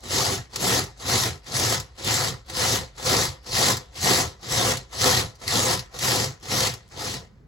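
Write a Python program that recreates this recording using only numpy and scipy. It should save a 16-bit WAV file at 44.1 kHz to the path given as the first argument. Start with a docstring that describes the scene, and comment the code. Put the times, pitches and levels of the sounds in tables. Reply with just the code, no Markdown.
"""Plastic gear teeth rattle and slide in fifteen strokes, faster and brighter in mid stroke:
a geared robot joint, clamped to a desk, swings a metal arm back and forth.
Loose gears tick at the reversals and the backlash clacks now and then, all through the ringing housing.
The rotor growls and the arm shakes the desk into a low rumble.
The last swing is weaker, and a quiet low whirr takes over."""
import sys
import numpy as np
from scipy import signal
from scipy.fft import rfft, irfft, next_fast_len
from scipy.io import wavfile
from scipy.ndimage import uniform_filter1d

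SR = 44100
rng = np.random.default_rng(int(sys.argv[2]) if len(sys.argv) > 2 else 0)


def pcm_store(signal):
    """Save signal as 16-bit PCM."""
    levels = np.round(np.clip(np.atleast_2d(signal), -1, 1) * 32767)
    wavfile.write(sys.argv[1], SR, levels.astype(np.int16).T)


N = 329427
T = np.arange(N) / SR
TAPS = 8192
HZ = np.fft.rfftfreq(TAPS, 1 / SR)

# Arm swings, right and left in turn. Each row: motor start in seconds, run time in seconds, level in dB.
SWINGS = [ (.033, 0.32, -24.5), (.532, .263, -24), (0.997, 0.28, -23.5), (1.462, 0.29, -24.5),
          (1.981, 0.31, -24.5), (2.483, 0.29, -24.5), (2.977, 0.28, -22.5), (3.46, 0.26, -22.5),
          (3.953, 0.27, -21.5), (4.426, .3, -24.5), (4.925, .282, -21.5), (5.414, 0.33, -24.5),
          (5.94, 0.31, -23.5), (6.429, 0.25, -24.5), (6.909, 0.25, -32)]


def amp(db):
    """Decibels to gain."""
    return 10 ** (np.asarray(db) / 20)


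def unit(x):
    """Scale to rms 1."""
    return x / np.sqrt(np.mean(x ** 2) + 1e-20)


def log_curve(points, hz=HZ):
    """Interpolate (Hz, value) rows over log frequency."""
    points_hz, values = np.transpose(points)
    return np.interp(np.log(hz + 1), np.log(points_hz + 1), values)


def colour(x, gain_db):
    """Minimum-phase filter: resonances ring after each blow."""
    log_gain = np.log(amp(np.maximum(np.r_[gain_db, gain_db[-2:0:-1]], -100)))
    response = np.fft.ifft(np.exp(np.conj(signal.hilbert(log_gain)))).real
    return signal.oaconvolve(x, response[None, :TAPS // 2], axes=1)[:, :N]


def ring(drive, modes, sharpness=1):
    """The drive heard through a few narrow modes."""
    power = sum(amp(db) ** 2 / (1 + ((HZ - hz) / width_hz * sharpness) ** 2) ** 2
                for hz, width_hz, db in modes)
    return colour(drive, 10 * np.log10(power))


def background(room_db=-60, whirr_db=-52, fade_in_s=(6.5, 7.35)):
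    """Still room, and a low whirr that fades in at the end."""
    # Noise spectra. Each row: frequency in Hz, relative density in dB.
    room_spectrum = [(25, -15), (55, 10), (90, -20), (200, -16), (600, -19), (2000, -23.5), (6000, -57),
                     (16000, -56)]
    whirr_spectrum = [(35, -7), (75, -0.5), (130, -9), (200, -4), (280, -21), (450, -16), (700, -29),
                      (1500, -48), (8000, -55.5)]
    room = unit(colour(rng.standard_normal((2, N)), log_curve(room_spectrum)))
    whirr = unit(colour(rng.standard_normal((2, N)), log_curve(whirr_spectrum)))
    return amp(room_db) * room + amp(whirr_db) * whirr * np.interp(T, fade_in_s, [0, 1])


def reflections(x, t60_s=0.3, wet_db=-15, dull_hz=2800, turn_hz=5, paths=3):
    """Short, dull tail from desk and walls; the moving arm keeps changing its paths."""
    t, wet = T[:SR // 3], 0
    for k in range(paths):
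        tail = rng.standard_normal((2, len(t))) * amp(-60 * t / t60_s) * (t > .004)
        tail = signal.lfilter(*signal.butter(1, dull_hz, fs=SR), tail / np.linalg.norm(tail[0]))
        share = np.sqrt(2 / paths) * np.cos(np.pi * (turn_hz * T + k / paths))
        wet = wet + signal.oaconvolve(x * share, tail, axes=1)[:, :N]
    return amp(wet_db) * wet


def arm(mode_hz=57, width_hz=12, level_db=-51, fade_out_s=(6.5, 7.4)):
    """The long arm keeps quivering between strokes."""
    quiver = ring(rng.standard_normal((1, N)), [(mode_hz, width_hz, 0)])
    return unit(quiver) * amp(level_db) * np.interp(T, fade_out_s, [1, 0])


def shake_level(offset_db=-9, rest_db=-57, lead_s=0.0056, rise_s=.088, hold_s=0.043, fade_s=0.085):
    """Desk envelope in dB: builds as the teeth bite, holds into the braking, fades."""
    level_db = np.full(N, float(rest_db))
    for start_s, run_s, db in SWINGS:
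        release_s = run_s + hold_s
        times_s = [-lead_s, rise_s, release_s, release_s + fade_s]
        levels_db = [rest_db, db + offset_db, db + offset_db, rest_db]
        level_db = np.maximum(level_db, np.interp(T - start_s, times_s, levels_db))
    return level_db


def desk(gain_db=-1, pan_db=-0.3, steadiness=0.21, spread=0.17):
    """The arm's uneven torque drives the low modes of the clamped board and desk."""
    # Each row: mode frequency in Hz, width in Hz, relative level in dB.
    modes = [(56, 7.3, -23), (89.5, 20, -5), (113.7, 22, -4), (127, 18.5, -4.5), (147.8, 27, -10.5)]
    sway, side = unit(ring(rng.standard_normal((2, N)), modes, sharpness=1.4))
    swell = np.sqrt(abs(uniform_filter1d(sway ** 2, size=1800)))
    pair = unit(sway / swell ** steadiness) + spread * np.array([side, -side])
    return pair * amp(shake_level() + gain_db) * amp([[pan_db], [-pan_db]])


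def swing_level(sag_db_per_s=(27, 4), brake_lead_s=.008, brake_db_per_s=240.5,
                settle_db=28, settle_db_per_s=60):
    """Drive envelope in dB: each swing runs up, sags (right, left), brakes, then settles more slowly."""
    # The motor starts, slack is taken up, teeth bite, full speed.
    # Each row: time from motor start in seconds, level re the swing in dB.
    run_up = [ (-.05, -44), (-.005, -28.5), (.005, -18), (.047, -15), (.09, -2.5), (0.151, 0)]
    times_s, levels_db = np.transpose(run_up)
    full_speed_s = times_s[-1]
    level_db = np.full(N, -100.)
    for k, (start_s, run_s, db) in enumerate(SWINGS):
        t = T - start_s
        rise_db = np.interp(t, times_s, levels_db, left=-np.inf)
        sag_db = sag_db_per_s[k % 2] * (np.clip(t, full_speed_s, run_s) - full_speed_s)
        braking_s = np.maximum(t - run_s + brake_lead_s, 0)
        fall_db = np.minimum(brake_db_per_s * braking_s, settle_db + settle_db_per_s * braking_s)
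        level_db = np.maximum(level_db, db + rise_db - sag_db - fall_db)
    return uniform_filter1d(level_db, size=200)


def rotor(ref_hz=120.8, ref_db=-23, db_per_octave=22, orders_db=(-12, -24), waver=0.0408):
    """The rotor runs slightly out of true: a growl that rises with speed and drops on braking."""
    level_db = uniform_filter1d(swing_level(), size=2600)
    wobble = unit(uniform_filter1d(rng.standard_normal(N), size=900))
    hz = ref_hz * 2 ** ((level_db - ref_db) / db_per_octave) * np.exp(waver * wobble)
    angle = 2 * np.pi * np.cumsum(hz) / SR
    return amp(level_db) * sum(amp(db) * np.sin(k * angle) for k, db in enumerate(orders_db, 1))


def housing(drive, gain_db=7.0, shift_s=(1.2, 1.83), boxy_db=(3, -11.5), hollow_db=(-6, 2)):
    """Plastic shell, arm and mount ring; over shift_s the tone turns from boxy to hollow."""
    # Broad gearbox colour. Each row: frequency in Hz, gain in dB.
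    gearbox_curve = [(60, -23.5), (160, -2.5), (300, 3), (800, 1), (1300, -2.5), (2000, -1.5), (2600, -3.5),
                     (3400, 0), (4400, 2), (6500, 0.5), (8000, -2), (9500, -6), (11000, -5.5),
                     (13000, -11.5), (16000, -16.5)]
    # Resonances. Each row: frequency in Hz, width in Hz, gain in dB.
    peaks_and_dips = [(190, 17, 7), (220, 14, -5.5), (251, 20, 3), (292, 61, -5.5), (401.6, 12, 4),
                      (613, 67, -5), (727, 72, 2.5), (1325, 71, 3), (1546, 107, -7), (1895, 80, 3.5),
                      (2076, 52, 3.5), (4090, 210, 1)]
    arm_modes = [(513.4, 23, 2), (546.5, 11, 1), (775, 34, -13), (999, 17.3, 2)]
    mount_modes = [(246.5, 14, -7), (319, 21, -9), (407, 19, 6.5)]
    peaks_db = sum(db / (1 + (2 * (HZ - hz) / width_hz) ** 2) for hz, width_hz, db in peaks_and_dips)
    shell = colour(drive, log_curve(gearbox_curve) + peaks_db)
    hollow = ring(drive, arm_modes) * amp(np.interp(T, shift_s, hollow_db))
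    boxy = ring(drive, mount_modes) * amp(np.interp(T, shift_s, boxy_db))
    return amp(gain_db) * (shell + hollow + boxy)


def moving_load(x, fine_db=1.82, broad_db=1.44):
    """As the load moves round the ring gear, other resonances speak for a moment."""
    spectra = signal.stft(x, nperseg=512)[2]
    fine, broad = rng.standard_normal((2, *spectra.shape[1:]))
    fine = unit(uniform_filter1d(uniform_filter1d(fine, size=2, axis=0), size=5, axis=1))
    broad = unit(uniform_filter1d(uniform_filter1d(broad, size=14, axis=0), size=10, axis=1))
    gain = unit(amp(fine_db * fine + broad_db * broad))
    return signal.istft(spectra * gain, nperseg=512)[1][:, :N]


def ticks(tick_db=-55, spread_db=4, before_s=0.03, decay_s=0.0021, thin_hz=2500, count=4):
    """As the drive reverses, loose gears drop over one by one with thin ticks."""
    blows = np.zeros(N)
    for start_s, *_ in SWINGS:
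        at_s = np.maximum(start_s - before_s * rng.random(count), 0)
        force = amp(tick_db + spread_db * rng.uniform(-1, 1, count))
        blows[(at_s * SR).astype(int)] = force * (at_s > 0)
    envelope = signal.lfilter([1], [1, -np.exp(-1 / (decay_s * SR))], blows)
    crunch = envelope * rng.standard_normal((2, N))
    return signal.lfilter(*signal.butter(1, thin_hz, "high", fs=SR), crunch)


def backlash(rise_s=0.0014, decay_s=0.0079, gain_db=-1, thin_hz=2500, body=0.45):
    """Slack teeth knock over to their other flank in a short, bright scrape."""
    # Each row: start in seconds, level in dB.
    clacks = [(.558, -20.5), (0.836, -31), (1.799, -25.5), (2.045, -25), (2.497, -29.5), (3.518, -26),
              (3.768, -24.5), (4.694, -36), (4.77, -25), (5.353, -48), (5.477, -19), (5.792, -26.5),
              (5.988, -25.5), (6.737, -29.5)]
    blows, t = np.zeros(N), T[:SR // 8]
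    for start_s, db in clacks:
        blows[round(start_s * SR)] = amp(db + gain_db)
    envelope = signal.oaconvolve(blows, (1 - np.exp(-t / rise_s)) * np.exp(-t / decay_s))[:N]
    scrape = envelope * rng.standard_normal((2, N))
    thin = signal.lfilter(*signal.butter(1, thin_hz, "high", fs=SR), scrape)
    return body * scrape + (1 - body) * thin


def teeth(speed, mesh_hz=520, jitter=.3, uneven_db=5.5, decay_s=0.0022, sliding=0.6):
    """Each tooth lands with its own force and a short crunch; slow flanks mostly slide."""
    wobble = unit(uniform_filter1d(rng.standard_normal(N), size=150))
    teeth_passed = np.floor(np.cumsum(mesh_hz * speed * np.exp(jitter * wobble)) / SR)
    force = amp(uneven_db * np.clip(rng.standard_normal(N), -2, 2))
    landings = (np.diff(teeth_passed, prepend=0) > 0) * force ** 2
    power = signal.lfilter([1], [1, -np.exp(-1 / (decay_s * SR))], landings)
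    power /= abs(uniform_filter1d(power, size=1500)) + 1e-4
    rattle_share = np.clip((1 - sliding) * np.sqrt(speed), 0, 1)
    return np.sqrt(1 - rattle_share + rattle_share * power) * rng.standard_normal((2, N))


def gears(full_speed_db=-23, db_per_decade=45, gain_db=-1, low_hz=2300, fast_db=3.0, slow_db=9.5,
          push_db=2, top_hz=7500, top_exponent=0.69):
    """Tooth rate and loudness rise together; slow teeth sound dull, accelerating teeth thin."""
    level_db = swing_level()
    speed = np.clip(10 ** ((level_db - full_speed_db) / db_per_decade), .05, 1.2)
    push = np.clip(uniform_filter1d(np.gradient(speed), size=1800) * SR / 7, 0, 1)
    drive = teeth(speed) * amp(level_db + gain_db)
    low = signal.sosfiltfilt(signal.butter(2, low_hz, fs=SR, output="sos"), drive)
    top = signal.sosfiltfilt(signal.butter(2, top_hz, "high", fs=SR, output="sos"), drive)
    low_db = fast_db * speed ** 2 + slow_db * (1 - speed) ** 2 - push_db * push
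    return drive + low * (amp(low_db) - 1) + top * (speed ** top_exponent - 1)


def microphone_ports(pair):
    """Two unrelated signals become a partly alike, slightly delayed stereo pair."""
    # Each row: frequency in Hz, coherence from 0 to 1.
    coherence = [(200, .95), (600, .52), (1100, .42), (1900, .62), (2800, .2), (4100, .76), (5500, .55),
                 (7000, .9), (15000, .93)]
    # Each row: frequency in Hz, left over right in dB.
    balance = [(100, -0.5), (400, -4), (520, 1), (700, 4.5), (1200, 3), (1800, -3), (3000, 4), (3900, 0.5),
               (4900, 5), (8000, -0.5)]
    # Each row: frequency in Hz, phase lead of the left in radians.
    left_lead = [(1300, 0), (1900, 1.3), (2700, 3.6), (3900, 6.3), (5500, 5.9), (6400, 6.7), (7200, 6.1),
                 (9100, 3.1), (16000, -7)]
    size = next_fast_len(N + TAPS)
    left, other = rfft(pair, size)
    hz = np.fft.rfftfreq(size, 1 / SR)
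    alike = np.clip(log_curve(coherence, hz), 0, 1)
    tilt = amp(log_curve(balance, hz) / 2)
    lag_rad = np.interp(hz, *np.transpose(left_lead))
    right = (alike * left + np.sqrt(1 - alike ** 2) * other) * np.exp(-1j * lag_rad)
    return irfft(np.array([left * tilt, right / tilt]), size)[:, :N]


def scene():
    """Gearbox, rotor, desk and arm in the room."""
    gearbox = housing(moving_load(gears() + backlash() + ticks()))
    near = microphone_ports(gearbox + background())
    return near + reflections(near) + desk() + arm() + rotor()


def record(dry, low_cut_hz=42, high_cut_hz=16150):
    """Microphone bass roll-off and band limit."""
    cut = signal.sosfilt(signal.butter(3, low_cut_hz, "high", fs=SR, output="sos"), dry)
    band_limit = signal.firwin(511, high_cut_hz, window=("kaiser", 9), fs=SR)
    return signal.oaconvolve(cut, band_limit[None], "same")


dry = scene()
out = record(dry)
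pcm_store(out)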